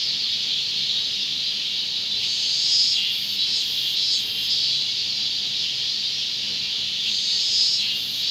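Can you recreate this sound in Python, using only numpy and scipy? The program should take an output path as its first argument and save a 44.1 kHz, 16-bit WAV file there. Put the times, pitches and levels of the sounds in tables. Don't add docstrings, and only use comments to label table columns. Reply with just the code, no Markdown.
import sys
import numpy as np
from scipy import signal
from scipy.fft import rfft, irfft, next_fast_len
from scipy.io import wavfile
from scipy.ndimage import uniform_filter1d

SR = 44100
rng = np.random.default_rng(int(sys.argv[2]) if len(sys.argv) > 2 else 0)


def ratio(d):
    e = np.asarray(d, float) / 20
    return 10 ** e


def dump_mix(stems):
    frames = np.atleast_2d(stems).T
    limited = np.clip(frames, -1, 1)
    pcm = np.round(limited * 32767).astype(np.int16)
    wavfile.write(sys.argv[1], SR, pcm)


N = 366030
PARTIALS = 85

# start t/s, end t/s, beat factor
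SONG_PHRASES = [
    (2.16, 4.92, 1.0),
    (7.0, 8.31, 1.0038),
]


def singer():
    near = np.zeros(N + SR)
    for start_s, end_s, factor in SONG_PHRASES:
        sound = phrase(start_s, end_s, factor)
        at = round(start_s * SR)
        near[at:at + len(sound)] += sound
    near = near[:N]
    return near + ratio(-9) * woods(near, .25)


# belly lift t/s, held t/s, level/dB, first f/Hz, last f/Hz
BELLY_PULSES = [
    (3.39, .18, -29, 4050, 4800),
    (3.97, 0.17, -27, 4380, 4796),
    (4.505, 0.25, -26.5, 4650, 4230),
    (8.25, 0.16, -32, 4000, 4900),
]
# t/s into the phrase, f/Hz
MUSCLE_RATE = [(.04, 173.0), (.24, 175.9), (.44, 182.0), (.76, 188.7), (.84, 188.8), (1.14, 185.5),
               (1.34, 188.4), (1.92, 187.7), (2.04, 186.4)]
LONG_NOTE_RIBS = [(0, 1.0), (0.0769, 3.56), (0.1137, 0.9), (0.1522, -0.52), (0.2194, 0.88), (0.5348, -1.09),
                  (0.595, 1.56)]
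PULSE_RIBS = [(0, 1.0), (0.1292, -0.71), (0.3366, 0.55), (0.3709, 0.13), (0.4411, 0.5), (0.8434, -0.33),
              (0.8715, 0.39)]
DROPPED_RIBS = [(0, 1.0), (0.4668, 0.17), (0.5725, -0.2), (0.6733, 0.14), (0.7026, 0.12), (0.7158, 0.12),
                (0.8484, -0.09)]
CLICK_RIBS = [(0, 1), (.0701, .15), (.1614, .15), (.2781, .12), (.3762, .12), (.5039, .28), (.5655, .12),
              (.7686, .25), (.8605, .2)]
# f/Hz, level/dB per Hz
CLICK_COLOUR = [(8500, -40), (9400, -22), (10000, -16), (10600, -5), (11500, -5), (12300, -2), (13200, 0),
                (13900, -4), (14600, -9), (15600, -8)]


def phrase(start_s, end_s, factor):
    pulses = [row for row in BELLY_PULSES if start_s < row[0] < end_s]
    t = np.arange(start_s, end_s, 1 / SR)
    s, *columns = np.transpose(posture(start_s, pulses))
    effort_db, belly_hz, drum_db, click_db = (np.interp(t, s, c) for c in columns)

    unsteady = .07 + uniform_filter1d(stumbles(t, pulses), 600)
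    shake = evened(uniform_filter1d(rng.standard_normal(len(t)), 300))
    rate_hz = factor * np.interp(t - start_s, *np.transpose(MUSCLE_RATE))
    cycles = np.cumsum(rate_hz * (1 + (0.00087 + 0.0487 * unsteady ** 2) * shake)) / SR

    long_end_s = start_s + LONG_NOTE[-2][0] - .02
    long = np.clip((long_end_s - t) / .03, 0, 1)
    dropped = np.clip((click_db + 60) / 10, 0, 1)
    spread_rad = 1.2 * rng.standard_normal(PARTIALS)
    short = dropped * ribs(DROPPED_RIBS, cycles, spread_rad)
    short += (1 - dropped) * ribs(PULSE_RIBS, cycles, spread_rad)

    steady = np.sqrt(1 - unsteady)
    rasp = np.sqrt(unsteady) * rng.standard_normal(len(t))
    pushes = steady * (long * ribs(LONG_NOTE_RIBS, cycles, spread_rad) + (1 - long) * short) + rasp

    belly = ratio(effort_db) * evened(resonate(pushes, belly_hz, 1250))
    drum = resonate(pushes, 6200, 1500) + .09 * long * resonate(pushes, 8200, 900)
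    drum = ratio(drum_db) * evened(drum)
    clicks = steady * ribs(CLICK_RIBS, cycles) + rasp
    bare = ratio(click_db) * evened(colour(clicks, lambda hz: ratio(read(CLICK_COLOUR, hz))))
    bare += ratio(effort_db - 41) * evened(resonate(pushes, 10650, 500))
    return ratio(-0.5) * colour(belly + drum, rings) + bare


# t/s into the phrase, level/dB, belly f/Hz
LONG_NOTE = [
    (0, -47, 3280),
    (.08, -25.5, 3160),
    (.15, -35, 4530),
    (.29, -30.5, 4530),
    (.44, -30.5, 4900),
    (.58, -23.5, 4980),
    (.765, -27, 4930),
    (0.817, -28, 3200),
    (.925, -30.5, 3060),
]


def posture(start_s, pulses):
    click_on_db, click_half_db, click_off_db = -47, -55.5, -73
    drum_on_db, drum_off_db, drum_low_db = -39.5, -82, -47.5
    drum_db_per_hz, tight_hz = 1, 4794
    low_hz, falling_hz, ready_hz, sag_hz = 3360, 3900, 3440, 250
    spent_db, dip_db, back_db, hush_db, fall_db, end_db = -58, -39, -31.5, -38, -4, -34.5
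    swell_db_per_khz = 3
    lift_s, drop_s, settle_s, ready_s, click_full_s = .03, .05, .13, .065, .97

    drum = [drum_off_db, drum_on_db - 5] + [drum_on_db] * 6 + [drum_off_db - 6]
    clicks = [click_off_db + 9, click_half_db - 2] + [click_off_db] * 5 + [click_half_db - 3, click_half_db]
    rows = [(start_s + s, db, hz, d, c) for (s, db, hz), d, c in zip(LONG_NOTE, drum, clicks)]
    rows.append((start_s + click_full_s, LONG_NOTE[-1][1] - 5, low_hz, drum_low_db - 10, click_on_db))
    before_db = spent_db
    for at_s, held_s, db, first_hz, last_hz in pulses:
        rows.append((at_s - ready_s, before_db, ready_hz, drum_low_db, click_on_db))
        rows.append((at_s - lift_s, hush_db, ready_hz, drum_low_db, click_on_db))
        for u in np.linspace(0, 1, 3):
            hz = first_hz + u * (last_hz - first_hz)
            ring_db = np.clip(drum_on_db + drum_db_per_hz * (hz - tight_hz), drum_off_db, drum_on_db + 2)
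            level_db = db + swell_db_per_khz * (hz - first_hz) / 1000
            rows.append((at_s + u * held_s, level_db, hz, ring_db, click_off_db + 12 - 6 * u))
        end_s = at_s + held_s
        if last_hz > first_hz:
            rows.append((end_s + drop_s, level_db + fall_db, falling_hz, ring_db, click_on_db - 5))
            rows.append((end_s + settle_s, dip_db, low_hz, drum_off_db, click_on_db))
        else:
            rows.append((end_s + settle_s, end_db, last_hz - sag_hz, drum_off_db, click_off_db))
        before_db = back_db
    return rows


def stumbles(t, pulses):
    stumble, tired = .7, .45
    wake_s, stumble_s, lead_s, lift_s = .13, .04, .008, .03
    out = stumble * (t < t[0] + wake_s)
    for at_s, held_s, db, first_hz, last_hz in pulses:
        out = out + stumble * (t > at_s - stumble_s - lead_s) * (t < at_s - lead_s)
        out = out + tired * (t > at_s + lift_s) * (last_hz < first_hz)
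    return out


def ribs(table, cycles, spread_rad=0):
    place, size = np.transpose(table)
    partials = np.exp(-2j * np.pi * np.outer(np.arange(PARTIALS), place)) @ size
    return repeat(partials * np.exp(1j * spread_rad), cycles)


# f/Hz, width/Hz, level/dB over the rest
PATH_RINGS = [(2830, 110, 8), (3190, 100, 5), (3360, 100, 4), (3950, 110, 7), (4480, 130, 6),
              (5050, 100, 6), (5480, 110, 4), (6300, 120, 4), (6730, 120, 6), (5700, 100, 4),
              (7690, 100, 6), (8050, 110, 9), (8550, 110, 7)]


def rings(hz):
    low_cut = 1 + (2300 / (hz + 1)) ** 12
    high_cut = 1 + (hz / 8700) ** 24
    upper_shelf = 1 + 1.6 / (1 + (7200 / (hz + 1)) ** 24)
    band = 1 / np.sqrt(low_cut * high_cut * upper_shelf)
    return band * (1 + sum((ratio(db) - 1) / (1 + 2j * (hz - f) / w) for f, w, db in PATH_RINGS))


# t/s, level/dB, brightness/dB
CHORUS_SWELLS = [(0, -23.5, 0), (.25, -24.5, -2), (.6, -24.5, 0), (1.2, -25, -0.5), (1.6, -25.5, -2),
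                 (2.08, -26.5, -1), (2.6, -23.5, 3), (3.25, -26.5, -4), (3.8, -25.5, 1.5),
                 (4.35, -27.5, -3.5), (4.9, -25, 2), (5.5, -25, 1), (6.1, -24.5, 0), (6.7, -25.5, -1.5),
                 (6.9, -25.5, -1), (7.5, -23.5, 2.5), (8.1, -27.5, -1.5), (8.3, -23, 3)]
# f/Hz, level/dB per Hz
CROWD_COLOUR = [(820, -86), (1400, -33.5), (1590, -73), (1870, -22), (2040, -26.5), (2200, -18.5),
                (2620, -13.5), (2840, -9), (3290, -4), (4000, -3.5), (4650, -4), (5380, -12.5), (5730, -16),
                (6630, -22), (7600, -36), (9600, -52.5), (12500, -80), (21100, -120)]
# f/Hz, level/dB per Hz
FIZZ_COLOUR = [(5000, -9), (8500, -5.5), (9470, -8), (10400, -1), (11500, -6.5), (12900, -0.5),
               (14100, -10), (15500, -6.5)]


def chorus(count=11):
    fizz_db = -56
    t = np.arange(N) / SR
    s, *columns = np.transpose(CHORUS_SWELLS)
    level_db, bright_db = (np.interp(t, s, c) for c in columns)
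    buzz, ticks = np.zeros((2, N))
    for beat_hz in np.linspace(166, 200, count):
        swing = np.tanh(wander(2.5, N))
        drift, tremble = .04 * wander(1.2, N), .011 * wander(12, N)
        cycles = np.cumsum(beat_hz * (1 + drift + tremble)) / SR
        voice = repeat(rng.standard_normal(PARTIALS) + 1j * rng.standard_normal(PARTIALS), cycles)
        belly = resonate(voice, 4000 + 1100 * swing, 1000)
        buzz += .25 * voice + ratio(3 * wander(9, N)) * belly
        ticks += ratio(-3.0 * swing) * voice

    flat = colour(buzz, lambda hz: 1 / (.25 + .7 / (1 + ((hz - 4000) / 1300) ** 4)))
    crowd = evened(flat + .6 * woods(flat, .2)) + .75 * rng.standard_normal(N)
    crowd = evened(colour(crowd, lambda hz: ratio(read(CROWD_COLOUR, hz))))
    upper = colour(crowd, lambda hz: 1 / (1 + (4200 / (hz + 1)) ** 8))
    tilted = ratio(-bright_db / 2) * (crowd - upper) + ratio(bright_db / 2) * upper

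    fizz = 0.59 * evened(woods(ticks, 0.14)) + rng.standard_normal(N)
    fizz = ratio(fizz_db) * evened(colour(fizz, lambda hz: ratio(read(FIZZ_COLOUR, hz))))
    return ratio(level_db) * tilted + fizz


def woods(x, t60_s):
    t = np.arange(SR // 2) / SR
    tail = rng.standard_normal(len(t)) * ratio(-60 * t / t60_s) * (t > .004)
    return signal.oaconvolve(x, tail / np.linalg.norm(tail))[:len(x)]


# f/Hz, level/dB per Hz
RUMBLE_COLOUR = [(18, -55), (36, -13), (108, 0), (196, -4), (289, -3), (336, -8.5), (425, -4.5),
                 (558, -9.5), (974, -11.5), (1110, -14), (1540, -13.5), (1700, -6.5), (2210, -31),
                 (3740, -120)]
# f/Hz, width/Hz, level/dB
HUM_LINES = [(135, 16, -57.5), (200.3, 12.7, -56), (279.6, 7.2, -64.5), (428, 7.2, -69.5)]
# t/s, length t/s, f/Hz, level/dB
SQUEAK = (.23, .07, 1200, -54)


def town():
    rumble_db = -49.5 + 0.84 * wander(7.5, N)
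    noise = rng.standard_normal(N)
    out = ratio(rumble_db) * evened(colour(noise, lambda hz: ratio(read(RUMBLE_COLOUR, hz))))
    for hz, width_hz, db in HUM_LINES:
        out += ratio(db) * evened(resonate(rng.standard_normal(N), hz, width_hz))
    at_s, length_s, hz, db = SQUEAK
    t = np.arange(N) / SR - at_s
    swell = np.sin(np.pi * np.clip(t / length_s, 0, 1))
    return out + ratio(db) * swell * np.sin(2 * np.pi * hz * t)


def evened(x):
    return x / np.sqrt(np.mean(x ** 2) + 1e-20)


def read(points, hz):
    f, value = np.transpose(points)
    return np.interp(np.log(hz + 1), np.log(f + 1), value)


def colour(x, gain_of_hz):
    size = next_fast_len(len(x))
    gain = gain_of_hz(np.fft.rfftfreq(size, 1 / SR))
    return irfft(rfft(x, size) * gain, size)[:len(x)]


def resonate(x, hz, width_hz):
    turn = np.exp(2j * np.pi * np.cumsum(hz * np.ones(len(x))) / SR)
    r = np.exp(-np.pi * width_hz / SR)
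    smooth = signal.lfilter([(1 - r) ** 2], [1, -2 * r, r * r], x / turn)
    return 2 * (turn * smooth).real


def wander(per_s, size):
    step_hz = 40
    steps = rng.standard_normal(int(size / SR * step_hz) + 3)
    f = np.fft.rfftfreq(len(steps), 1 / step_hz)
    slow = evened(irfft(rfft(steps) * (f > 0) / (1 + (f / per_s) ** 4), len(steps)))
    return np.interp(np.arange(size) * step_hz / SR, np.arange(len(steps)), slow)


def repeat(partials, cycles):
    points = 16384
    shape = evened(irfft(partials, points))
    return np.interp(cycles % 1, np.arange(points) / points, shape, period=1)


def scene():
    return (singer() + chorus() + town())[None]


def roll_off(x):
    return signal.sosfilt(signal.butter(12, 15640, fs=SR, output="sos"), x)


def record(dry):
    return roll_off(dry)


dry = scene()
out = record(dry)
dump_mix(out)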